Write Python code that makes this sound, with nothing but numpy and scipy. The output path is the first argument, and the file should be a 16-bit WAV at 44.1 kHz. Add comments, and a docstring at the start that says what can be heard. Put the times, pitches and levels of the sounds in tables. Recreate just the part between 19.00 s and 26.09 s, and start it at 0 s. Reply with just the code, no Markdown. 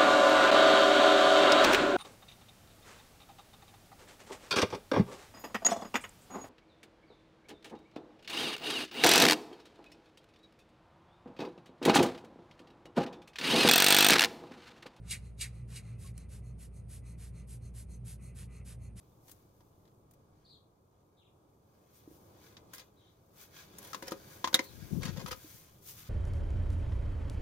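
"""Knocks, a sharp snap and scrapes: a pressed-steel heat shield is worked off an exhaust manifold.
Hardware ticks and the shield hits its studs, ringing sheet, ribs and shell; rusty edges stick and slip.
Fingers tap and rub the steel, a fleece sleeve rustles, and the arm thumps dully in the left port of a
hand-held microphone. Behind the quiet garage lie a low rumble and sparrows chirping outside."""
import sys
import numpy as np
from scipy import signal
from scipy.fft import rfft, irfft, next_fast_len
from scipy.io import wavfile
from scipy.ndimage import map_coordinates

SR = 44100
rng = np.random.default_rng(int(sys.argv[2]) if len(sys.argv) > 2 else 0)


def unload_audio(sound):
    """Save the sound as a 16-bit wav file, at the path given as the first command line argument."""
    columns = np.transpose(np.atleast_2d(sound))
    # keep every value between -1 and 1, then stretch to whole-number steps
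    steps = np.round(np.clip(columns, -1, 1) * 32767)
    wavfile.write(sys.argv[1], SR, steps.astype(np.int16))


N = 312669
TIME_S = np.arange(N) / SR
RING_S = np.arange(SR // 4) / SR  # time axis of one event

# whole-shell flexing: freq_hz, level_db, t60_s
SHELL_MODES = [(213, -2.5, 0.063), (260.6, 7, 0.039), (327, 1, 0.086), (403, -9.5, 0.24), (518.7, 2, 0.15),
               (549, -7, 0.19), (743, -9, 0.078), (964, 4, 0.048)]
# hand and arm strokes: centre_s, length_s, fleece_db, steel_db
ARM_STROKES = [(0.305, 0.073, -65.5, -86), (0.452, 0.54, -77, -82.5), (2.969, 0.056, -63, -85),
               (3.143, 0.09, -66, -81), (3.457, 0.11, -66.5, -61.5), (3.785, 0.068, -64, -62),
               (4.416, 0.055, -56, -57), (4.598, 0.068, -57.5, -54.5), (4.888, 0.16, -62, -57),
               (5.337, 0.095, -57, -58), (5.644, 0.029, -53.5, -55), (6.483, 0.26, -55.5, -62),
               (6.899, 0.052, -47, -66.5), (6.996, 0.059, -53.5, -55.5), (7.08, .06, -67, -62)]
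# left-right likeness of close sources: freq_hz, correlation
NEAR_CORRELATION = [(300, 1), (1000, 0.4), (3000, 0.085), (10000, 0.02)]


def knocks(edge_t60_s=0.043, boom_rise_s=0.0014, contact_s=0.00072, spot_db=6, firm_db=-37):
    """Each contact rings the sheet and the struck spot; the whole shell follows a moment later."""
    # start_s, force_db, boom_db, edge_db, spot_hz
    contacts = [(0.281, -62, -63, -54, 4070), (0.294, -61, -80, -52, 4330), (.314, -61, -65, -45.5, 3560),
                (0.605, -69, -59, -70, 5030), (0.853, -71, -85, -76, 4000), (.877, -71, -81, -82, 3840),
                (1.11, -74, -80, -58, 6440), (1.136, -73, -87, -61, 6750), (3.568, -51, -66, -74, 3900),
                (3.734, -48.5, -58, -43, 1610), (3.781, -51, -78, -50, 5340),
                (4.784, -54.5, -57, -40, 6000), (4.931, -41, -70, -48, 1300),
                (4.945, -38.5, -46, -45.5, 1058), (5.024, -45, -36.5, -45.5, 1490),
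                (5.071, -59, -49, -49.5, 6900), (5.08, -44.5, -48, -41, 5100),
                (5.109, -48.5, -47, -47, 6780), (5.119, -40.5, -30, -43, 1260),
                (5.4425, -29.5, -34.5, -54, 1033), (5.474, -36.5, -42.5, -44, 1037),
                (5.529, -42.5, -38.5, -47, 1510), (5.5425, -22.5, -27.5, -20, 3766),
                (5.5467, -30.5, -31.5, -43, 3350), (5.5909, -32, -29, -44, 2110),
                (6.031, -41, -65, -43, 2220), (6.2608, -43, -60.5, -48, 1215), (6.309, -42, -67, -62, 1300),
                (6.327, -42, -59, -55, 1260)]
    # spot positions: pitch_hz, left_over_right_db
    spot_sides = [(1000, 6), (2000, 1), (4000, -7)]
    out = np.zeros((2, N))
    for start_s, force_db, boom_db, edge_db, spot_hz in contacts:
        boom = amp(boom_db) * ring(SHELL_MODES) * (1 - np.exp(-RING_S / boom_rise_s))
        edge = amp(edge_db) * tick(force_db, edge_t60_s) * pan(left_db=1.5)
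        spot_gain = amp(spot_db + 0.35 * (force_db - firm_db))  # hard blows favour the spot
        patch = spot_gain * spot(spot_hz) * pan(along(spot_sides, spot_hz))
        clack = amp(force_db) * (sheet() + patch)
        attack = 1 - np.exp(-RING_S / contact_s)
        add(out, start_s, (clack + boom + edge) * attack)
    return out * pan(left_db=3)


def sheet(rib_db=-3, clack_t60_s=0.059):
    """Thin steel clacks in a crowd of damped modes, with the ribs ringing through."""
    # crowded sheet modes: freq_hz, density_db
    clack_spectrum = [(150, -25), (600, -9), (1000, -2), (1600, -3), (2100, -1), (2700, -3), (3700, 0),
                      (5000, -2), (6700, -7), (8000, -16), (16000, -26)]
    # stiff ribs and flanges: freq_hz, level_db, t60_s
    rib_modes = [(1035, 6, 0.091), (1276, 2, 0.061), (1458, 7.5, 0.047), (1650, 8, 0.062),
                 (1878, 11, 0.037), (2040, 1.5, 0.14), (2488, 3.5, 0.061), (3082, 5, 0.054),
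                 (3300, -3, 0.07), (3390, 1, 0.06), (3640, -2, 0.038), (4080, -37, 0.12),
                 (4040, -19, 0.055), (4505, 10, 0.026), (5050, -41, 0.07), (6100, -41, 0.032),
                 (5940, -31, 0.017), (7130, 10, 0.0061)]
    clack = noise(clack_spectrum, NEAR_CORRELATION, len(RING_S)) * fade(clack_t60_s)
    return clack + amp(rib_db) * ring(rib_modes)


def spot(pitch_hz, spacing=0.0594, t60_s=0.029):
    """The dented patch under a contact rings in a tight cluster of modes."""
    step = np.arange(-2, 3)
    freq_hz = pitch_hz * (1 + spacing * step)
    return ring(np.column_stack([freq_hz, -6 * np.abs(step), np.full(len(step), t60_s)]))


def tick(force_db, t60_s, heavy_db=-25):
    """The hard edge of a contact: a light touch is briefer than a heavy blow, so brighter."""
    # freq_hz, density_db
    edge_spectrum = [(500, -25), (3000, -9), (6000, 0), (11000, 0), (14000, -3), (16000, -7)]
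    freq_hz, density_db = np.transpose(edge_spectrum)
    tilt_db_per_octave = 0.2 * (heavy_db - force_db)
    tilted = np.column_stack([freq_hz, density_db + tilt_db_per_octave * np.log2(freq_hz)])
    return noise(tilted, NEAR_CORRELATION, len(RING_S)) * fade(t60_s)


def scrapes(slips_per_s=500, uneven_db=6, swell_power=0.67):
    """Rusty edges stick and slip: tiny blows, too light to wake the shell's deepest modes."""
    # start_s, length_s, grind_db, boom_db, edge_db
    slides = [(3.728, 0.046, -59.5, -68, -53.5), (3.782, 0.032, -56.5, -63, -61.5),
              (4.791, 0.14, -64.5, -66, -57), (5.031, 0.085, -55.5, -54.5, -73),
              (6.006, 0.11, -50, -55, -69.5), (6.043, 0.023, -45, -81, -52),
              (6.15, 0.039, -53.5, -49.5, -64), (6.189, 0.028, -50.5, -51.5, -68),
              (6.261, 0.029, -50, -47.5, -53), (6.308, 0.026, -44, -44, -48.5)]
    out = np.zeros((2, N))
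    upper_shell = SHELL_MODES[len(SHELL_MODES) // 2:]
    for start_s, length_s, grind_db, boom_db, edge_db in slides:
        swell = np.abs(np.sin(np.pi * np.minimum(RING_S / length_s, 1))) ** swell_power
        slipping = rng.random(len(RING_S)) < slips_per_s / SR
        slips = slipping * amp(uneven_db * rng.standard_normal(len(RING_S))) * swell
        edge = tick(grind_db, t60_s=0.046)
        for level_db, body in (grind_db, sheet()), (boom_db, ring(upper_shell)), (edge_db, edge):
            sound = signal.fftconvolve(slips[None], body, axes=1)
            duty = length_s * SR / sound.shape[1]  # sets the level over the stroke alone
            add(out, start_s, amp(level_db) * unit(sound) * np.sqrt(duty))
    return out * pan(left_db=2)


def finger_taps(rise_s=0.00075):
    """A soft fingertip wakes a pair of low modes and damps them."""
    # start_s, level_db, pitch_hz
    taps = [(3.076, -44.5, 312), (3.113, -48.5, 312), (6.445, -46, 313)]
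    out = np.zeros((2, N))
    for start_s, level_db, pitch_hz in taps:
        modes = [(pitch_hz, 0, 0.045), (pitch_hz * 1.14, -9, 0.03)]
        add(out, start_s, amp(level_db) * ring(modes) * (1 - np.exp(-RING_S / rise_s)))
    return out


def rubbing(grain_db=3, drift_db=4):
    """Hand friction feeds the sheet; the colour drifts as the touch moves between places."""
    out = np.zeros((2, N))
    for _place in range(3):
        friction = rng.standard_normal(N)
        friction *= amp(grain_db * wobble(rate_hz=240) + drift_db * wobble(rate_hz=7))
        out += unit(signal.oaconvolve(friction[None], sheet(), axes=1)[:, :N])
    level = effort([steel_db for *_, steel_db in ARM_STROKES], drag_gain_db=0)
    return level * unit(out) * pan(left_db=2)


def sleeve(grain_db=2, flutter_db=1):
    """Fleece brushes along, fibre by fibre."""
    # freq_hz, density_db
    fleece_spectrum = [(500, -18.5), (1100, -9.5), (2500, -4.5), (5000, -1.5), (8000, -1), (11000, 0),
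                       (15000, 6), (16000, -6)]
    grain = unit(amp(grain_db * wobble(rate_hz=880) + flutter_db * wobble(rate_hz=16)))
    level = effort([fleece_db for _, _, fleece_db, _ in ARM_STROKES], drag_gain_db=1.5)
    return level * grain * noise(fleece_spectrum, NEAR_CORRELATION, N) * pan(left_db=3)


def effort(strokes_db, drag_gain_db, roundness=1.42):
    """Friction envelope: each stroke swells and fades over the arm's drag."""
    # drag between strokes: time_s, level_db
    drag = [(0.0, -79.5), (0.47, -90.5), (0.79, -85.5), (2.33, -88.5), (3.16, -74), (3.81, -82.5),
            (4.25, -82), (5.03, -65), (5.9, -63), (6.3, -61.5), (6.81, -82), (7.09, -61)]
    power = amp(np.interp(TIME_S, *np.transpose(drag)) + drag_gain_db) ** 2
    for (centre_s, length_s, *_), level_db in zip(ARM_STROKES, strokes_db):
        power += amp(level_db) ** 2 * np.exp(-np.abs(2 * (TIME_S - centre_s) / length_s) ** roundness)
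    return np.sqrt(power)


def handling(thump_hz=166.5, half_width_s=0.0065, rumble_gain_db=5.5, right_db=-27):
    """The arm jostles the microphone: dull thumps and rumble, nearly all in the left port."""
    # centre_s, level_db
    thumps = [(5.826, -35.5), (5.932, -22.5), (5.98, -21.5), (6.058, -26), (6.094, -26), (6.182, -29.5),
              (6.249, -31), (6.55, -47.5)]
    # time_s, level_db
    rumble_levels = [(5.68, -62), (5.84, -49), (5.888, -56.5), (5.928, -36.5), (6.164, -49), (6.24, -47),
                     (6.388, -58), (6.41, -84), (6.45, -71)]
    # freq_hz, density_db
    rumble_spectrum = [(20, -21), (45, -3.5), (100, 3), (200, -7), (350, -9.5), (600, -29), (1500, -46)]
    out = np.zeros((2, N))
    offset_s = RING_S - RING_S.mean()
    window = np.exp(-(offset_s / half_width_s) ** 2)
    for centre_s, level_db in thumps:
        push = np.cos(2 * np.pi * (thump_hz * offset_s + rng.random())) * window
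        add(out, centre_s - RING_S.mean(), amp(level_db) * push)
    rumble_db = np.interp(TIME_S, *np.transpose(rumble_levels), left=-np.inf, right=-np.inf)
    out += amp(rumble_db + rumble_gain_db) * noise(rumble_spectrum, correlation=[(100, 1.0)], size=N)
    return out * amp([[0], [right_db]])


def sparrows(overtone_db=-21, direct_db=-4, echo_db=-2, swell_power=0.44, bend_power=3.4):
    """Raspy whistles, falling faster towards their end, blurred by the yard."""
    # start_s, length_s, start_hz, level_db, fall_octaves
    chirps = [(1.446, 0.033, 4390, -61.5, 0.093), (1.476, 0.089, 4307, -58, 0.43),
              (2.168, 0.07, 3835, -68.5, 0.81), (2.243, 0.041, 3740, -69, 0.77),
              (3.963, .09, 3810, -69, .45), (4.049, 0.045, 3620, -67, .06), (5.619, 0.085, 4260, -57, 0.16)]
    # freq_hz, t60_s
    yard_decay = [(2000, 0.33), (4000, 0.29), (9000, 0.24)]
    out = np.zeros((1, N))
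    for start_s, length_s, start_hz, level_db, fall_octaves in chirps:
        progress = RING_S[RING_S < length_s] / length_s
        rasp = 0.07 * wobble(rate_hz=700, size=len(RING_S))[:len(progress)]
        pitch_hz = start_hz * 2 ** (-fall_octaves * progress ** bend_power) * (1 + rasp)
        phase = 2 * np.pi * np.cumsum(pitch_hz) / SR
        whistle = np.sin(phase) + amp(overtone_db) * np.sin(2 * phase)
        add(out, start_s, amp(level_db) * np.sin(np.pi * progress) ** swell_power * whistle)
    return (amp(direct_db) * out + amp(echo_db) * echo(out, yard_decay)) * pan(left_db=4.5)


def background(waver_db=1.2):
    """A low background hush that swells softly twice, over a low drone."""
    # time_s, hush_db, drone_db
    levels = [(0, -64, -67), (1.4, -66, -68), (1.7, -67, -74), (2.7, -66.5, -78), (3.4, -60.5, -91),
              (4.2, -65, -72.5), (5.002, -57.5, -79), (7.09, -65.5, -60.5)]
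    # freq_hz, density_db
    hush_spectrum = [(12, -50), (20, -23), (91, -1.5), (222, -7), (255, -13), (285, -5.5), (542, -9.5),
                     (590, -12), (1220, -16), (1860, -40.5), (4060, -40), (5850, -42), (8180, -35.5),
                     (14700, -45.5), (16000, -61)]
    # freq_hz, density_db
    drone_spectrum = [(25, -13), (60, -9), (90, -0.5), (140, -5), (250, -19), (1000, -71)]
    # left-right likeness: freq_hz, correlation
    correlation = [(60, 0.99), (180, 0.95), (550, 0.43), (1650, -0.51), (4970, -0.28), (15000, 0.11)]
    time_s, hush_db, drone_db = np.transpose(levels)
    hush_gain = amp(np.interp(TIME_S, time_s, hush_db) + waver_db * wobble(rate_hz=5.47))
    hush = hush_gain * noise(hush_spectrum, correlation, N)
    drone = amp(np.interp(TIME_S, time_s, drone_db)) * noise(drone_spectrum, correlation, N)
    return hush + drone


def ring(modes, scatter_db=2.5):
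    """Struck modes starting near rms 1; higher ones reach the two ports out of step."""
    freq_hz, level_db, t60_s = np.transpose(modes)
    scatter, side, polarity = rng.standard_normal((len(freq_hz), 3)).T
    gain = amp(level_db + scatter_db * scatter)
    skew_rad = stereo_angle(NEAR_CORRELATION, freq_hz) * np.sign(side)
    phase = 2 * np.pi * freq_hz[:, None] * RING_S + np.array([skew_rad, -skew_rad])[..., None]
    waves = np.sin(phase) * fade(t60_s[:, None])
    return np.sqrt(2) * (gain * np.sign(polarity) / np.linalg.norm(gain)) @ waves


def noise(spectrum, correlation, size):
    """Coloured stereo noise of rms 1."""
    fft_size = next_fast_len(size)
    freq_hz = np.fft.rfftfreq(fft_size, 1 / SR)
    angle_rad = stereo_angle(correlation, freq_hz)
    coloured = rfft(rng.standard_normal((2, fft_size))) * amp(along(spectrum, freq_hz))
    mid, side = irfft(coloured * [np.cos(angle_rad), np.sin(angle_rad)], fft_size)[:, :size]
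    return unit(np.array([mid + side, mid - side]))


def echo(sound, decay):
    """A stereo tail, each frequency dying at its own rate."""
    freq_hz, time_s, bins = signal.stft(rng.standard_normal((2, SR // 2)), SR, nperseg=256)
    envelope = np.exp(-np.log(1000) * time_s / along(decay, freq_hz)[:, None])
    tail = signal.istft(bins * envelope, SR, nperseg=256)[1]
    return signal.fftconvolve(sound, tail / np.linalg.norm(tail[0]), axes=1)[:, :N]


def amp(db):
    """Decibels to gain."""
    return 10 ** (np.asarray(db) / 20)


def unit(x):
    """Scale to rms 1."""
    return x / np.sqrt(np.mean(x ** 2) + 1e-20)


def along(points, freq_hz):
    """Read (freq_hz, value) points on a log axis."""
    knots_hz, values = np.transpose(points)
    return np.interp(np.log(freq_hz + 1), np.log(knots_hz + 1), values)


def stereo_angle(correlation, freq_hz):
    """Mid-side angle in radians for a left-right correlation curve."""
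    return np.arccos(np.clip(along(correlation, freq_hz), -1, 1)) / 2


def fade(t60_s):
    """Decay of 60 dB in t60_s."""
    return np.exp(-np.log(1000) * RING_S / t60_s)


def pan(left_db):
    """Channel gains, left over right by left_db."""
    return amp(np.array([[left_db], [-left_db]]) / 2)


def add(track, start_s, sound):
    """Mix a sound in at start_s."""
    part = track[:, round(start_s * SR):][:, :sound.shape[-1]]
    part += sound[..., :part.shape[-1]]


def wobble(rate_hz, size=N):
    """Smooth random curve with knots at rate_hz."""
    knots = rng.standard_normal(int(size * rate_hz / SR) + 4)
    return map_coordinates(knots, [np.arange(size) * rate_hz / SR])


def scene(echo_db=-14.5):
    """Metal in the garage, with the arm, the birds and the background."""
    # freq_hz, t60_s
    garage_decay = [(200, 0.31), (1000, 0.22), (4000, 0.1), (14000, 0.087)]
    metal = knocks() + scrapes() + finger_taps()
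    garage = amp(echo_db) * echo(metal, garage_decay)
    return metal + garage + rubbing() + sleeve() + handling() + sparrows() + background()


def record(dry, top_hz=15900):
    """The microphone colours the treble and passes nothing above its band limit."""
    # presence peak: freq_hz, gain_db
    presence = [(4500, 0), (6600, 3.5), (7600, -1.5), (10000, 0)]
    fft_size = next_fast_len(N + SR // 2)
    freq_hz = np.fft.rfftfreq(fft_size, 1 / SR)
    response = amp(along(presence, freq_hz)) * (freq_hz < top_hz)
    return irfft(rfft(dry, fft_size) * response, fft_size)[:, :N]


dry = scene()
out = record(dry)
unload_audio(out)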